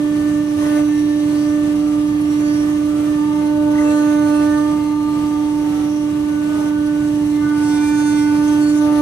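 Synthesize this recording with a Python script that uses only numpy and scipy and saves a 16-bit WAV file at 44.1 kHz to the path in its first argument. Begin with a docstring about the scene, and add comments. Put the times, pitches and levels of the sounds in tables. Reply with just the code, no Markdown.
"""Beside a flatbed cutter, a hand-held phone hears the oscillating knife drone at about 298 strokes a second.
The shaking head radiates harmonics that swell and fade as it travels, and the drive's knock at each
stroke makes a buzz. The blade grinds and rasps; at times it wobbles, hisses, squeals or scratches.
Beneath it the axis motors whine briefly, the vacuum table rumbles and draws air, and its blower sings."""
import sys
import numpy as np
from scipy import signal
from scipy.fft import rfft, irfft, next_fast_len
from scipy.io import wavfile

SR = 44100
rng = np.random.default_rng(int(sys.argv[2]) if len(sys.argv) > 2 else 0)


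def output_pcm(signal):
    """Save a mono or channel-first signal as 16-bit PCM at the path in sys.argv[1].

    Samples are clipped to [-1, 1] before scaling.
    """
    pcm = np.clip(np.atleast_2d(signal).T, -1, 1) * 32767
    wavfile.write(sys.argv[1], SR, np.round(pcm).astype(np.int16))


N = 397341
TIME = np.arange(N) / SR
SIDES = np.array([[1], [-1]])  # left, right; a pan is left minus right, a lead is the left's phase advance

# coherence of noise at the two microphones: frequency_hz, correlation
COHERENCE = [(60, 0.95), (200, 0.98), (400, 0.61), (700, -0.0087), (1400, 0.08), (3000, -0.18),
             (7000, 0.22), (15000, 0.026)]
# spectra of rumble, rushing air, grinding and rasp: frequency_hz, relative_db
# (in air and rasp, the dip near 12 kHz is a gap from audio compression)
RUMBLE_SPECTRUM = [(20, -51), (38, -17.5), (50, -6.5), (68, -6), (100, 0.5), (122, -1.5), (140, 2),
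                   (165, -2), (205, -2.5), (250, -11.5), (400, -34), (1000, -75)]
AIR_SPECTRUM = [(100, -17), (250, -1.5), (360, 3), (500, -12), (1000, -10.5), (1600, -19.5), (3000, -19),
                (5000, -26), (10000, -26), (11800, -42), (13200, -26.5), (15000, -41)]
GRIND_SPECTRUM = [(200, -24.5), (380, -3.5), (600, 4), (1000, -4.5), (1550, -6), (1800, -8), (2050, -5),
                  (2900, -11), (4500, -26)]
RASP_SPECTRUM = [(1500, -6), (2800, 0.5), (4000, 7), (5000, -1), (6300, 8), (7400, -30), (10200, 8),
                 (11700, -9), (13000, -7), (15000, -9)]
# steady tones of the blower: pitch_hz, level_db, lead_rad
BLOWER_TONES = [(990, -64, 0.74), (1166, -47, 0.65), (1766, -51, 2.05), (2780, -61, 2.8),
                (2840, -50.5, 2.56)]
# whines of the axis motors: start_s, end_s, first_hz, last_hz, level_db
AXIS_MOVES = [(3.26, 3.48, 872, 888, -41), (3.68, 3.86, 905, 950, -40), (3.78, 4.05, 465, 512, -36),
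              (6.38, 6.699, 617, 616, -39), (6.44, 6.88, 922, 906, -40), (6.461, 6.66, 1232, 1235, -39),
              (6.541, 6.68, 877, 830, -38), (7.578, 7.861, 715, 745, -43), (7.62, 7.921, 980, 1000, -45)]
# hisses that build up and stop: start_s, end_s, level_db
HISSES = [(.4, 0.518, -43), (1.25, 1.52, -44), (5.1, 6.041, -45.5)]
# scratches of the blade: start_s, end_s, centre_hz, peak_db
SCRATCHES = [(.62, .76, 9300, -45), (2.194, 2.24, 9400, -44), (4.33, 4.4, 9000, -43),
             (8.46, 8.505, 6180, -37), (8.455, 8.512, 8600, -43), (8.56, 8.61, 8900, -48),
             (8.74, 8.804, 9790, -46), (8.76, 8.805, 6390, -39)]
# spectrum of a scratch: ratio_to_centre, relative_db
SCRATCH_SPECTRUM = [(.6, -31), (.85, -16), (1, -2), (1.15, -8), (1.5, -35)]
# squeals as the blade turns in the sheet: start_s, end_s, top_hz, level_db
SQUEALS = [(.58, 0.707, 1900, -38.5), (1.5, 1.616, 1910, -50), (2.6, 2.74, 1896, -45),
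           (3.725, 3.885, 1944, -37.5)]
# spells in which the tool rocks: start_s, end_s, rate_hz, level_db
WOBBLES = [(1.42, 1.65, 140.7, -55), (1.717, 2.03, 151, -49), (2.62, 2.76, 147, -55),
           (2.833, 3.15, 146, -47.5), (3.721, 3.949, 155.5, -51), (4.12, 4.55, 149.6, -53),
           (5.195, 5.62, 153.5, -49), (5.62, 5.949, 167.6, -45.5), (8.802, 9.051, 152, -45)]
# sidebands of the rocking: harmonic_number, side (+1 above, -1 below), relative_db
SIDEBANDS = [(1, 1, 0), (2, 1, 2), (5, -1, 0.5), (6, -1, -16), (7, -1, -7), (10, -1, -25)]
# line spectrum of the buzz: frequency_hz, relative_db
BUZZ_SPECTRUM = [(2080, 2), (2400, 0), (2680, 2), (3000, 3), (3550, 0.5), (3870, -3), (4170, -1.5),
                 (4760, -1), (5350, -1), (6000, -2.5), (6550, 2), (7200, -3), (7800, 6), (8500, 1),
                 (10000, -3), (11300, -10), (15000, -12)]
# phase difference of the buzz between the microphones: frequency_hz, lead_rad
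BUZZ_LEAD = [(2080, 0.3), (2380, 1.5), (2680, 2), (3270, 4.5), (3570, 4), (4000, 6), (5050, 4), (5950, 4.5),
             (6550, 8.5), (8400, 8.5), (10500, 7.5), (15000, 12)]
# level difference of the buzz between the microphones: frequency_hz, pan_db
BUZZ_PAN = [(2700, -0.5), (4200, -0.5), (5900, -13.5), (7000, -2), (10000, -2), (14000, 1)]
# harmonics 1 to 6 of the drone: usual_db, db_per_surge_db, lead_rad, wander_rad
DRONE_HARMONICS = [(-15, 0, -0.34, 0.094), (-35.5, 1.28, -0.72, 0.51), (-48, 0.5, 0.93, 0.33),
                   (-45, 0.5, 1.15, 0.25), (-50, 0.75, -0.6, 0.56), (-45.5, 0, -1.5, 0.92)]
# spells in which one harmonic of the drone or buzz swells: start_s, end_s, harmonic_number, level_db
HARMONIC_SWELLS = [(.63, .78, 5, -49), (.68, .83, 9, -44), (.7, .76, 6, -46), (.71, .83, 7, -49),
                   (.7, 1.25, 13, -54.5), (.76, .92, 20, -50), (.9, 1.02, 7, -52), (.9, 0.997, 6, -50),
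                   (0.948, 1.42, 19, -53), (1.3, 1.47, 14, -53), (1.25, 1.72, 6, -60),
                   (1.34, 1.47, 16, -49.5), (2.278, 2.64, 19, -53), (2.33, 2.613, 5, -61),
                   (2.35, 2.618, 6, -52.5), (2.35, 2.65, 9, -52), (2.45, 2.57, 16, -52),
                   (3.09, 3.423, 6, -56), (3.1, 3.42, 4, -45), (3.17, 4.595, 3, -38), (3.24, 3.5, 7, -53),
                   (3.698, 3.879, 5, -48), (3.748, 5.4, 4, -41), (3.8, 4.15, 22, -50),
                   (3.85, 3.93, 9, -40.5), (3.9, 4.597, 5, -40.5), (3.88, 4.5, 14, -52),
                   (4.02, 4.19, 9, -45), (4.31, 4.43, 9, -42), (4.55, 4.7, 6, -51), (4.603, 5.72, 3, -38.5),
                   (4.778, 4.95, 7, -50), (4.8, 5.15, 14, -53), (5.72, 7.551, 3, -47.5),
                   (6.296, 7.07, 5, -44), (7.33, 8.15, 7, -47.5), (7.412, 7.58, 4, -44),
                   (7.434, 8.365, 5, -36.5), (7.56, 8.606, 3, -34.5), (7.6, 7.8, 13, -58),
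                   (7.62, 8.25, 19, -59), (7.62, 8.197, 29, -45), (7.648, 8.3, 15, -47.5),
                   (7.7, 8.22, 12, -44.5), (7.7, 8.4, 8, -45), (7.7, 8.25, 17, -54), (7.8, 8.15, 22, -46),
                   (7.9, 8.65, 11, -53), (8.16, 8.299, 7, -44), (8.25, 8.802, 9, -47), (8.35, 8.6, 4, -47),
                   (8.386, 8.84, 5, -40.5), (8.4, 8.52, 7, -49), (8.612, 8.73, 15, -43.5),
                   (8.8, 9.102, 3, -34.5), (8.812, 9.1, 4, -39)]
# stretches where a reflection weakens one harmonic: start_s, end_s, harmonic_number, gain_db
CANCELLATIONS = [(.82, .89, 6, -16), (0.883, 1.055, 2, -9), (.9, 1.25, 5, -10), (.92, 1.218, 4, -17),
                 (1.73, 1.955, 6, -11), (1.75, 2.28, 5, -8), (2.13, 2.396, 2, -11), (2.78, 3.054, 6, -13),
                 (3.174, 3.3, 2, -10), (3.45, 3.719, 4, -2), (3.573, 3.867, 6, -4), (4.15, 4.52, 6, -1.5),
                 (4.8, 8.35, 6, -6), (8.7, 9.099, 6, -5.5), (4.85, 5.8, 2, -4.5), (7.03, 7.351, 4, -16),
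                 (7.237, 8.328, 2, -9)]
# surges in which the knife works harder: start_s, end_s, overtone_gain_db, buzz_gain_db, scrape_gain_db
SURGES = [(0.59, 0.825, 5.5, 4.5, 6), (1.3, 1.6, 0.5, 2.5, -1.5), (2.3, 2.765, 0.5, 1.5, 0.5),
          (3.337, 3.76, 2.5, 0, 1), (3.52, 3.74, 3, -4.5, -3), (3.774, 4.013, 6.5, 3.5, 3),
          (4.026, 4.751, 5, 2.5, 3), (5.65, 5.95, -1, -3.5, 2), (6.54, 6.705, 2, 1, 3),
          (7.58, 8.273, -4, 7.5, 2), (8.293, 8.793, -3, 4, 1), (8.834, 9.11, 5.5, 1, 4.5)]
# loudness contour of the knife: time_s, level_db
KNIFE_LEVEL = [(0.03, -16), (0.4, -15), (0.45, -18), (0.77, -13.5), (1.17, -15), (2.0, -15), (2.07, -16),
               (2.47, -14.5), (2.94, -16), (3.22, -15), (3.34, -16), (3.84, -13), (4.46, -13),
               (4.84, -16.5), (5.76, -16.5), (6.13, -17.5), (8.72, -12.5), (8.97, -13)]
# speed of the knife motor, which slows a little under load: time_s, stroke_hz
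STROKE_RATE = [(0, 297.8), (1.5, 297.6), (2.15, 298.6), (2.5, 297.7), (3.45, 298.7), (3.62, 298.5),
               (4.4, 297.4), (4.65, 298.6), (5.1, 298.1), (7.45, 297.2), (7.65, 297), (8.2, 296.7),
               (8.72, 298.1), (9, 297)]
# parts that follow the knife: usual_db, db_per_knife_db, db_per_surge_db
LOW_BUZZ, HIGH_BUZZ = (-48.5, 1.1, 0.66), (-48.5, 0.73, 1.22)
GRIND, RASP = (-41.5, 0.4, 0.85), (-46.5, 0.87, 0.81)


def undb(db):
    """The decibel scale: 20 dB is a tenfold amplitude."""
    return 10 ** (np.asarray(db) / 20)


def unit(x):
    """Normalisation to rms 1."""
    return x / np.sqrt(np.mean(x ** 2))


def contour(points):
    """Linear interpolation of (time_s, value) points at every sample."""
    return np.interp(TIME, *np.transpose(points))


def lookup(points, hz):
    """Interpolation of (frequency_hz, value) points on a logarithmic frequency axis."""
    known_hz, value = np.transpose(points)
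    return np.interp(np.log(np.maximum(hz, 1)), np.log(known_hz), value)


def walk(rate_hz):
    """Band-limited noise: a smooth wander of spread 1 through rate_hz random values a second."""
    steps = rng.standard_normal(int(rate_hz * N / SR) + 4)
    fine = signal.resample(steps, len(steps) * 10)
    return np.interp(TIME * rate_hz * 10, np.arange(len(fine)), fine)


def swell(start, end):
    """A raised-cosine envelope between two moments."""
    return np.sin(np.pi * np.clip((TIME - start) / (end - start), 0, 1)) ** 2


def held(start, end, ramp_s):
    """A flat-topped envelope with smooth ramps centred on start and end."""
    inside_s = np.minimum(TIME - start, end - TIME)
    return np.sin(np.pi / 2 * np.clip(inside_s / ramp_s + .5, 0, 1).astype(np.float32)) ** 2


def noise(spectrum, pan_db=0):
    """Partial coherence: coloured noise, alike at both microphones in the bass, unrelated in the treble."""
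    size = next_fast_len(N)
    hz = np.arange(size // 2 + 1) * SR / size
    mid, side = rfft(rng.standard_normal((2, size)))
    correlation = lookup(COHERENCE, hz)
    pair = mid * np.sqrt(1 + correlation) + SIDES * side * np.sqrt(1 - correlation)
    coloured = irfft(pair * undb(lookup(spectrum, hz)), size)[:, :N]
    return unit(coloured) * undb(SIDES * pan_db / 2)


def tone(phase, lead):
    """Phase difference: a sinusoid of rms 1 reaches the left microphone lead radians early."""
    return np.sqrt(2) * np.cos((phase % (2 * np.pi) + SIDES * lead / 2).astype(np.float32))


def vacuum_table(air_db=-35, rumble_db=-33.5):
    """Superposition: broadband airflow and rumble add to the blower's tones, all nearly steady."""
    air = noise(AIR_SPECTRUM, pan_db=-1.5) * undb(air_db + 1.62 * walk(6))
    rumble = noise(RUMBLE_SPECTRUM, pan_db=-0.5) * undb(rumble_db + 0.7 * walk(3.1))
    blower = sum(undb(db) * tone(2 * np.pi * hz * TIME + walk(7), lead) for hz, db, lead in BLOWER_TONES)
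    return air + rumble + blower


def axis_motors():
    """Frequency glide: each short move of the head gives a faint whine that slides linearly in pitch."""
    out = np.zeros((2, N))
    for start, end, first_hz, last_hz, db in AXIS_MOVES:
        on = (TIME > start) & (TIME < end)
        hz = np.linspace(first_hz, last_hz, on.sum())
        phase = 2 * np.pi * np.cumsum(hz) / SR + .5 * walk(40)[on]
        out[:, on] += undb(db) * np.sqrt(swell(start, end)[on]) * tone(phase, rng.standard_normal())
    return out


def hiss(pulse_hz=169, depth=0.29, rise_db=13, ramp_s=0.11):
    """Amplitude modulation: a noise band near 6 kHz, on the right, pulses as the tool rocks."""
    spectrum = [(4500, -34), (5350, -3), (5800, 10), (6150, -1), (6600, -8), (8000, -32)]
    pulsing = 1 + depth * np.cos(2 * np.pi * pulse_hz * TIME + walk(14))
    envelope = 0
    for start, end, db in HISSES:
        build_db = np.interp(TIME, (start, end), (-rise_db, 0))
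        envelope = envelope + held(start, end, ramp_s) * undb(db + build_db)
    return unit(noise(spectrum, pan_db=-14) * pulsing) * envelope


def scratches(phase, depth=0.57):
    """Intermittent friction: in short bursts the blade catches once a stroke, pulsing a treble band."""
    strokes = 1 + depth * np.cos(phase) + depth / 2 * np.cos(2 * phase)
    out = 0
    for start, end, centre_hz, db in SCRATCHES:
        spectrum = [(centre_hz * ratio, gain_db) for ratio, gain_db in SCRATCH_SPECTRUM]
        out = out + undb(db) * swell(start, end) * unit(noise(spectrum) * strokes)
    return out


def squeals(sag=0.1314, warble_depth=.075, flutter_db=4, lower_ratio=0.61, lower_db=-1):
    """Stick-slip friction: the turning blade sounds two ragged tones that rise a little and fall back."""
    out = np.zeros((2, N))
    for ratio, line_db in ((1, 0), (lower_ratio, lower_db)):
        warble = 1 + warble_depth * walk(260)
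        flutter = unit(undb(flutter_db * walk(90)))
        for start, end, top_hz, db in SQUEALS:
            on = (TIME > start) & (TIME < end)
            arch = 1 - sag * np.linspace(-1, 1, on.sum()) ** 2
            hz = ratio * top_hz * arch * warble[on]
            envelope = undb(db + line_db) * swell(start, end)[on] ** (1 / 4) * flutter[on]
            out[:, on] += envelope * tone(2 * np.pi * np.cumsum(hz) / SR, lead=1.7)
    return out


def wobble(phase, spread_db=2):
    """Modulation sidebands: the tool rocks at about half the stroke rate, adding lines between harmonics."""
    out = np.zeros((2, N))
    for start, end, rate_hz, db in WOBBLES:
        on = (TIME > start) & (TIME < end)
        rock_phase = 2 * np.pi * rate_hz * TIME[on] + 0.12 * walk(30)[on]
        envelope = np.sqrt(swell(start, end)[on])
        for k, side, line_db in SIDEBANDS:
            offset, lead, scatter = rng.standard_normal(3)
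            line = tone(k * phase[on] + side * rock_phase + np.pi * offset, lead)
            out[:, on] += undb(db + line_db + spread_db * scatter) * envelope * line
    return out


def surges(ramp_s=0.087):
    """Varying load: the gains in dB of overtones, buzz and scrape as the knife works harder."""
    return sum(np.outer(gains_db, held(start, end, ramp_s)) for start, end, *gains_db in SURGES)


def follow(part, knife_db, surge_db):
    """Power law: a part's level in dB is linear in the knife's level and in its surges."""
    usual_db, with_knife, with_surge = part
    return usual_db + with_knife * knife_db + with_surge * surge_db


def harmonic_swell(order, stroke_ramp_s=0.53):
    """Amplitude envelope: one harmonic swells in spells; shorter waves switch proportionally faster."""
    ramp_s = stroke_ramp_s / order
    return sum(undb(db) * held(start, end, ramp_s) for start, end, k, db in HARMONIC_SWELLS if k == order)


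def interference_db(order, stroke_ramp_s=.15):
    """Destructive interference: a reflection lowers the level of one harmonic."""
    ramp_s = stroke_ramp_s / order
    return sum(db * held(start, end, ramp_s) for start, end, k, db in CANCELLATIONS if k == order)


def scrape(phase, knife_db, surge_db, depth=0.29, limp=0.11):
    """Sliding friction: the blade grinds, and rasps in step with its strokes, every second one harder."""
    strokes = 1 + depth * np.cos(phase) + depth / 2 * np.cos(2 * phase) + limp * np.cos(phase / 2)
    grind = unit(noise(GRIND_SPECTRUM) * undb(2.0 * walk(45)))
    rasp = unit(noise(RASP_SPECTRUM, pan_db=-0.5) * strokes * undb(2.3 * walk(70)))
    return undb(follow(GRIND, knife_db, surge_db)) * grind + undb(follow(RASP, knife_db, surge_db)) * rasp


def buzz(phase, knife_db, surge_db, odd_db=1, jitter_rad=0.029, flutter_db=1.4, drift_db=2.6):
    """Periodic impact: a knock each stroke gives harmonics 7 to 48; each drifts in level and some swell."""
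    out = 0
    knock_phase = phase + jitter_rad * walk(60)  # loose timing widens the highest lines
    for orders, part in ((np.arange(7, 17), LOW_BUZZ), (np.arange(17, 49), HIGH_BUZZ)):
        pitches_hz = orders * STROKE_RATE[0][1]
        # a second knock at the turn of the stroke favours the odd lines
        weights = undb(lookup(BUZZ_SPECTRUM, pitches_hz) + odd_db * (orders % 2))
        band_gain = undb(follow(part, knife_db, surge_db) + flutter_db * walk(35)) / np.linalg.norm(weights)
        for k, hz, weight in zip(orders, pitches_hz, weights):
            amplitude = np.hypot(weight * band_gain, harmonic_swell(k)) * undb(drift_db * walk(8))
            offset = 1.46 * rng.standard_normal()
            lead = lookup(BUZZ_LEAD, hz) + 0.43 * walk(5)
            pan = undb(SIDES * lookup(BUZZ_PAN, hz) / 2)
            out = out + amplitude * pan * tone(k * knock_phase + offset, lead)
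    return out


def drone(phase, knife_db, surge_db):
    """Forced vibration: the head radiates six harmonics; reflections shift the overtones between sides."""
    out = 0
    for k, (usual_db, with_surge, lead, wander) in enumerate(DRONE_HARMONICS, 1):
        # the fundamental lies to the right, nearer the middle as the knife grows louder
        pan_db = -5 + 0.24 * knife_db if k == 1 else 2 + 3.8 * walk(1.95)
        pan = undb(SIDES * pan_db / 2)
        mono_gain = abs(np.mean(pan * np.exp(1j * SIDES * lead / 2), axis=0))
        drift_db = 1.1 * np.log(k) * walk(6)
        level_db = usual_db + knife_db + with_surge * surge_db + interference_db(k) + drift_db
        flutter = undb(0.95 * np.log(k + 0.3) * walk(40))
        amplitude = (undb(level_db) + harmonic_swell(k)) * flutter / mono_gain
        offset = rng.uniform(0, 2 * np.pi)
        out = out + amplitude * pan * tone(k * phase + offset, lead + wander * walk(1.62))
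    return out


def scene(waver_hz=0.2475, usual_db=-14.5):
    """Common excitation: one slightly uneven motor phase times drone, buzz, rasp, wobble and scratches."""
    stroke_hz = contour(STROKE_RATE) + waver_hz * walk(7)
    phase = 2 * np.pi * np.cumsum(stroke_hz) / SR + 0.019 * walk(22) + 0.0078 * walk(150)
    knife_db = contour(KNIFE_LEVEL) - usual_db
    overtone_db, buzz_db, scrape_db = surges()
    knife = drone(phase, knife_db, overtone_db) + buzz(phase, knife_db, buzz_db)
    blade = scrape(phase, knife_db, scrape_db) + wobble(phase) + squeals() + scratches(phase)
    return knife + blade + axis_motors() + hiss() + vacuum_table()


def record(dry, cutoff_hz=14500):
    """Band limiting: the phone's steep low-pass filter removes the highest treble."""
    return signal.sosfilt(signal.ellip(8, .2, 70, cutoff_hz, fs=SR, output="sos"), dry)


dry = scene()
out = record(dry)
output_pcm(out)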